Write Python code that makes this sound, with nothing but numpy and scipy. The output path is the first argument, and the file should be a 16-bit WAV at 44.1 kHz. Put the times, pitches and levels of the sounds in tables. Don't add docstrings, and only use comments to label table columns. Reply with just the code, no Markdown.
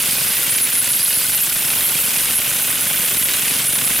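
import sys
import numpy as np
from scipy import signal
from scipy.fft import rfft, irfft
from scipy.io import wavfile
from scipy.ndimage import uniform_filter1d

SR = 44100
rng = np.random.default_rng(int(sys.argv[2]) if len(sys.argv) > 2 else 0)


def dump(signal):
    limited = np.clip(np.atleast_2d(signal).T, -1, 1)
    pcm = np.round(limited * 32767).astype(np.int16)
    wavfile.write(sys.argv[1], SR, pcm)


N = 176400
TIME = np.arange(N) / SR


def amp(db):
    return 10 ** (np.asarray(db) / 20)


def unit(x):
    return x / np.sqrt(np.mean(x ** 2) + 1e-20)


def curve(table, column=1):
    table = np.array(table)
    return np.interp(TIME, table[:, 0], table[:, column])


def at_hz(table, hz):
    f, value = np.transpose(table)
    return np.interp(np.log(hz + 1), np.log(f + 1), value)


def add(mix, start_s, sound):
    part = mix[max(round(start_s * SR), 0):][:len(sound)]
    part += sound[:len(part)]


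def drift(cutoff_hz):
    rolloff = 1 + (np.fft.rfftfreq(N, 1 / SR) / cutoff_hz) ** 4
    return unit(irfft(rfft(rng.standard_normal(N)) / rolloff, N))


def colour(x, spectrum, size=4096):
    log_gain = np.log(amp(at_hz(spectrum, abs(np.fft.fftfreq(size, 1 / SR)))))
    response = np.exp(np.conj(signal.hilbert(log_gain)))
    taps = np.fft.ifft(response).real[:size // 2]
    return signal.oaconvolve(x, taps / np.linalg.norm(taps))[:N]


def resonate(x, hz, width_hz):
    carrier = np.exp(2j * np.pi * np.cumsum(hz * np.ones(len(x))) / SR)
    pole = np.exp(-np.pi * width_hz / SR)
    return 2 * (carrier * signal.lfilter([1 - pole], [1, -pole], x / carrier)).real


def crossings_s(cycles):
    return TIME[1:][np.diff(np.floor(cycles)) > 0]


# f/Hz, coherence
COHERENCE = [(250, 0.93), (550, 0.72), (1200, 0.63), (2500, 0.87), (5000, 0.71), (9000, 0.79),
             (14000, 0.91)]

def stereo(mid, side):
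    coherence = np.clip(at_hz(COHERENCE, np.fft.rfftfreq(N, 1 / SR)), 0, 1)
    mid = irfft(rfft(mid) * np.sqrt((1 + coherence) / 2), N)
    side = irfft(rfft(side) * np.sqrt((1 - coherence) / 2), N)
    return np.array([mid + side, mid - side])


def shaped_noise(spectrum):
    return stereo(*(colour(noise, spectrum) for noise in rng.standard_normal((2, N))))


def band_noise(hz, width_hz):
    bands = [resonate(noise, hz, width_hz) for noise in rng.standard_normal((2, N))]
    return stereo(*(resonate(band, hz, width_hz) for band in bands))


def grove(x, echo_db=0.5, t60_s=0.035, count=6):
    t = TIME[:SR // 5]
    tails = rng.standard_normal((2, count, len(t))) * amp(-60 * t / t60_s) * (t > .002)
    shares = np.array([drift(7.2) for _ in range(count)])
    paths = x * shares / np.linalg.norm(shares, axis=0)
    mid, side = (signal.oaconvolve(paths, tail / np.linalg.norm(tail), axes=1).sum(0)[:N]
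                 for tail in tails)
    return stereo(x + amp(echo_db) * mid, side)


# f/Hz, level/dB
TWIG_SPECTRUM = [(60, -15.5), (250, -10), (500, -4.5), (750, -8), (1350, -4.5), (2100, 1.5), (2900, 1.5),
                 (3700, 0), (4400, -4), (6500, -3.5), (9000, -5), (16000, -42)]
# f/Hz, level/dB
WASH_SPECTRUM = [(20, -41), (45, -14), (110, -2), (250, -1.5), (550, -11), (800, -14.5), (1600, -6.5),
                 (2800, 2.5), (5000, -5.5), (9000, -6), (16000, -26)]
# t/s, thrash gain/dB, hiss level/dB
EFFORT = [(0, 1, -18), (.35, 1, -19), (.5, 2, -19), (.7, 1.5, -20), (.95, -1, -19.5), (1.2, -1, -18),
          (1.5, -2, -19), (1.72, 0, -18.5), (2.05, 0, -17.5), (2.3, 0.5, -19), (2.65, 0.5, -19),
          (3.1, 1.5, -18.5), (3.22, -0.5, -18), (3.3, 2, -19.5), (3.6, 2, -19.5), (3.68, 0, -19.5),
          (4, 2.5, -18)]

def twigs(taps_per_s=900, size_db=3, clump_db=2, tap_db=-30.5, wash_db=-31):
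    def taps():
        hits = (rng.random(N) < taps_per_s / SR) * rng.choice([-1, 1], N)
        sizes = amp(size_db * np.minimum(rng.exponential(1, N), 3))
        return unit(colour(hits * sizes, TWIG_SPECTRUM))
    wash = amp(wash_db) * shaped_noise(WASH_SPECTRUM)
    clumps = amp(tap_db + clump_db * drift(64)) * stereo(taps(), taps())
    return (clumps + wash) * amp(curve(EFFORT))


# f/Hz, level/dB
HISS_SPECTRUM = [(1500, -26.5), (4000, -27), (7000, -9.5), (8200, -3.5), (9400, 1.5), (10700, 4.5),
                 (12000, 2), (13300, -1), (14800, 0), (16000, -15.5)]

def hiss(flutter_db=1.16, band_drift_db=2.0, bands=6):
    spectrum = rfft(shaped_noise(HISS_SPECTRUM))
    band_index = np.interp(np.fft.rfftfreq(N, 1 / SR), [7500, 15500], [0, bands - 1])
    air = np.zeros((2, N))
    for k in range(bands):
        triangle = np.maximum(1 - abs(band_index - k), 0)
        air += irfft(spectrum * triangle, N) * amp(band_drift_db * drift(33))
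    return unit(air * amp(flutter_db * drift(240))) * amp(curve(EFFORT, column=2))


# f/Hz, level/dB
BOUGH_SPECTRUM = [(100, -10.5), (400, -4.5), (1150, -0.5), (1800, -8), (3500, -15), (9000, -54)]
# t/s, level/dB
BOUGH_LEVEL = [(0, -39.5), (.8, -46), (1.35, -42), (1.6, -39), (3.3, -39), (4, -43)]

def boughs(lumps_db=3.0):
    return shaped_noise(BOUGH_SPECTRUM) * amp(curve(BOUGH_LEVEL) + lumps_db * drift(67))


# t/s, level/dB
LEAF_LEVEL = [(0, -33.5), (.17, -26.5), (.4, -35.5), (1.2, -30), (1.45, -35), (2.1, -34), (2.5, -38),
              (3.2, -51), (3.55, -31), (3.7, -42)]

def leaves(grain_db=4.0):
    sizzle = band_noise(hz=4630, width_hz=2250) * amp(grain_db * drift(280))
    return unit(sizzle) * amp(curve(LEAF_LEVEL))


# t/s, level/dB
PING_LEVEL = [(0, -37), (1.3, -35), (2, -33), (2.5, -34), (3.6, -36.5), (4, -32.5)]
# t/s, f/Hz, level/dB
CLINKS = [(.997, 4900, -22.5), (1.222, 4800, -22), (1.647, 5280, -22), (2.095, 4830, -23)]

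def tines(pings_per_s=190, centre_hz=2982, spread_oct=0.303, spread_db=5.0,
          ping_t60_s=0.026, clink_t60_s=.07):
    out, t = np.zeros(N), TIME[:SR // 10]
    for when, pitch, size in rng.random((round(pings_per_s * N / SR), 3)):
        hz = centre_hz * 2 ** (spread_oct * (2 * pitch - 1))
        envelope = amp(spread_db * (2 * size - 1) - 60 * t / ping_t60_s)
        add(out, when * N / SR, envelope * np.sin(2 * np.pi * hz * t))
    out = unit(out) * amp(curve(PING_LEVEL))
    for start_s, hz, db in CLINKS:
        add(out, start_s, amp(db - 60 * t / clink_t60_s) * np.sin(2 * np.pi * hz * t))
    return grove(out)


# firing rate/Hz, first firing t/s
FIRING = [(23.03, .0005), (25.15, .012), (24.62, .025)]
ENGINE_DB = [-40.5, -44.5, -51]
# t/s, gain/dB
ENGINE_GAIN = [(.3, -.5), (1.1, -2), (2, .5), (4, 1)]
# f/Hz, level/dB
NEAR_EXHAUST = [(30, -34), (46, -3), (69, -20), (92, 1), (160, 4), (205, 2), (245, 2.5), (290, -5.5),
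                (325, -2.5), (380, -15.5), (570, -2.5), (760, -22), (3000, -38)]
FAR_EXHAUST = [(25, -34), (50, 10.5), (75, -20), (100, 1.5), (150, 8), (190, -4.5), (250, 4), (330, -11),
               (560, -3), (1500, -42)]

def engines(uneven=0.32):
    out = np.zeros(N)
    for (hz, first_s), db, exhaust in zip(FIRING, ENGINE_DB, [NEAR_EXHAUST, FAR_EXHAUST, FAR_EXHAUST]):
        firings = np.zeros(N)
        for start_s in crossings_s((TIME - first_s) * hz):
            add(firings, start_s, np.array([1 + uneven * rng.normal()]))
        out += amp(db) * unit(colour(firings, exhaust))
    return grove(out * amp(curve(ENGINE_GAIN)), echo_db=-13)


def clack(decay_s=0.0022):
    t = TIME[:SR // 60]
    knock = np.exp(-(t / decay_s) ** 2) * rng.choice([-1, 1], len(t))
    return knock / np.linalg.norm(knock)


def combs(times_s, jitter_s=.0004, spread_db=4):
    out = np.zeros(N)
    for start_s in times_s:
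        add(out, start_s + jitter_s * rng.normal(), amp(spread_db * rng.uniform(-1, 1)) * clack())
    return unit(out)


# t/s, running clack count
CLACK_COUNT = [(0.0054, 0), (0.178, 6), (0.4627, 15), (0.9898, 33), (1.2141, 41), (1.3472, 46),
               (1.4047, 48), (1.5578, 53), (1.6228, 55), (1.8085, 62), (1.9754, 68), (2.0388, 70),
               (2.3535, 83), (2.5615, 90), (2.865, 101), (3.0565, 107), (3.5341, 124), (3.6681, 129),
               (3.9868, 140)]
# t/s, level/dB
CLACK_LEVEL = [(0, -35.5), (1.1, -31), (1.4, -28), (1.8, -32), (4, -30.5)]
# f/Hz, level/dB
COMB_SPECTRUM = [(100, -23), (400, -19), (1000, -10), (1900, -3), (2900, -2.5), (4300, -6.5), (6500, 0.5),
                 (8500, 3.5), (12000, -4.5), (16000, -55)]
# t/s, relative level/dB
BLOWS = [(0.369, 1.5), (0.7537, 0), (0.7827, -2), (0.8743, 0), (1.129, 0.5), (1.1852, 1.5), (1.7032, 4.5),
         (1.8076, 4.5), (2.1834, -1), (3.3363, 3), (3.4794, 0)]

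def rakes(bounce_s=.0045, bounce_db=-34, far_stroke_hz=(16.2, 18.1, 15.8, 17.4), far_db=-32.5,
          wander=.04):
    marks_s, count = np.transpose(CLACK_COUNT)
    times_s = np.interp(np.arange(count[-1] + 1), count, marks_s)
    near = amp(curve(CLACK_LEVEL)) * combs(times_s)
    knocks = amp(bounce_db) * combs(times_s + bounce_s)
    for start_s, db in BLOWS:
        add(knocks, start_s, amp(db) * clack())
    far = np.zeros(N)
    for hz in far_stroke_hz:
        strokes = np.cumsum(hz * (1 + wander * drift(2))) / SR
        far += combs(crossings_s(2 * strokes + rng.random()))
    dull = (amp(far_db) * unit(far) + knocks) * amp(curve(EFFORT))
    return grove(colour(near, COMB_SPECTRUM), echo_db=-9) + grove(colour(dull, TWIG_SPECTRUM))


def engine_chirp(hz=1487, waver_hz=30, rough=0.54, lead_s=.0115, rise_s=0.0056, level_db=-39):
    firing_hz, first_s = FIRING[0]
    age_s = ((TIME - first_s + lead_s) * firing_hz % 1) / firing_hz
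    tone = np.sin(2 * np.pi * (hz + waver_hz * drift(22)) * age_s)
    rasp = rough * unit(resonate(rng.standard_normal(N), hz, width_hz=410))
    envelope = (age_s / rise_s) ** 2 * np.exp(-2 * age_s / rise_s)
    return grove(amp(level_db) * unit((tone + rasp) * envelope), echo_db=-4.5)


# t/s, length/s, f/Hz, relative level/dB
WHISTLES = [(0.495, 0.033, 9800, -17.5), (0.557, 0.022, 10500, -14.5), (0.609, 0.047, 10500, -13.5),
            (0.73, 0.049, 10300, -17.5), (0.78, 0.03, 10700, -14.5), (0.903, 0.027, 10300, -15),
            (0.937, 0.041, 11500, -18), (1.028, 0.024, 10800, -13), (1.076, 0.029, 11500, -17),
            (1.135, 0.053, 10700, -18), (1.35, 0.023, 12000, -16), (1.41, 0.03, 11800, -16.5),
            (1.847, 0.027, 11300, -15.5), (2.352, 0.04, 11000, -15), (3.178, 0.023, 11300, -18),
            (3.234, 0.021, 10900, -16), (3.668, 0.029, 10600, -18), (3.723, 0.043, 9900, -18.5),
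            (3.848, 0.03, 10800, -18)]

def whistles(edge_s=0.0059, waver=0.019, gain_db=1.0, ragged_db=1.5):
    envelope, pitches = np.zeros(N), []
    for start_s, length_s, hz, db in WHISTLES:
        inside_s = np.minimum(TIME - start_s, start_s + length_s - TIME)
        envelope += amp(db) * np.clip(inside_s / edge_s + .5, 0, 1)
        pitches.append((start_s + length_s / 2, hz))
    pitch_hz = curve(pitches) * (1 + waver * drift(200))
    tone = band_noise(pitch_hz, width_hz=1400) * amp(ragged_db * drift(230))
    return amp(gain_db) * envelope * unit(tone)


def scene(right_bias_db=0.75):
    mix = (twigs() + hiss() + boughs() + leaves() + tines()
           + engines() + rakes() + engine_chirp() + whistles())
    return mix * amp([[-right_bias_db / 2], [right_bias_db / 2]])


def record(dry, threshold_db=-17, cut_db_per_db=0.62, window_s=0.0073, cutoff_hz=16100):
    power = uniform_filter1d((dry ** 2).mean(0), int(window_s * SR))
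    over_db = np.maximum(10 * np.log10(abs(power) + 1e-12) - threshold_db, 0)
    low_pass = signal.firwin(511, cutoff_hz, window=("kaiser", 9), fs=SR)
    return signal.oaconvolve(dry * amp(-cut_db_per_db * over_db), low_pass[None], "same")


dry = scene()
out = record(dry)
dump(out)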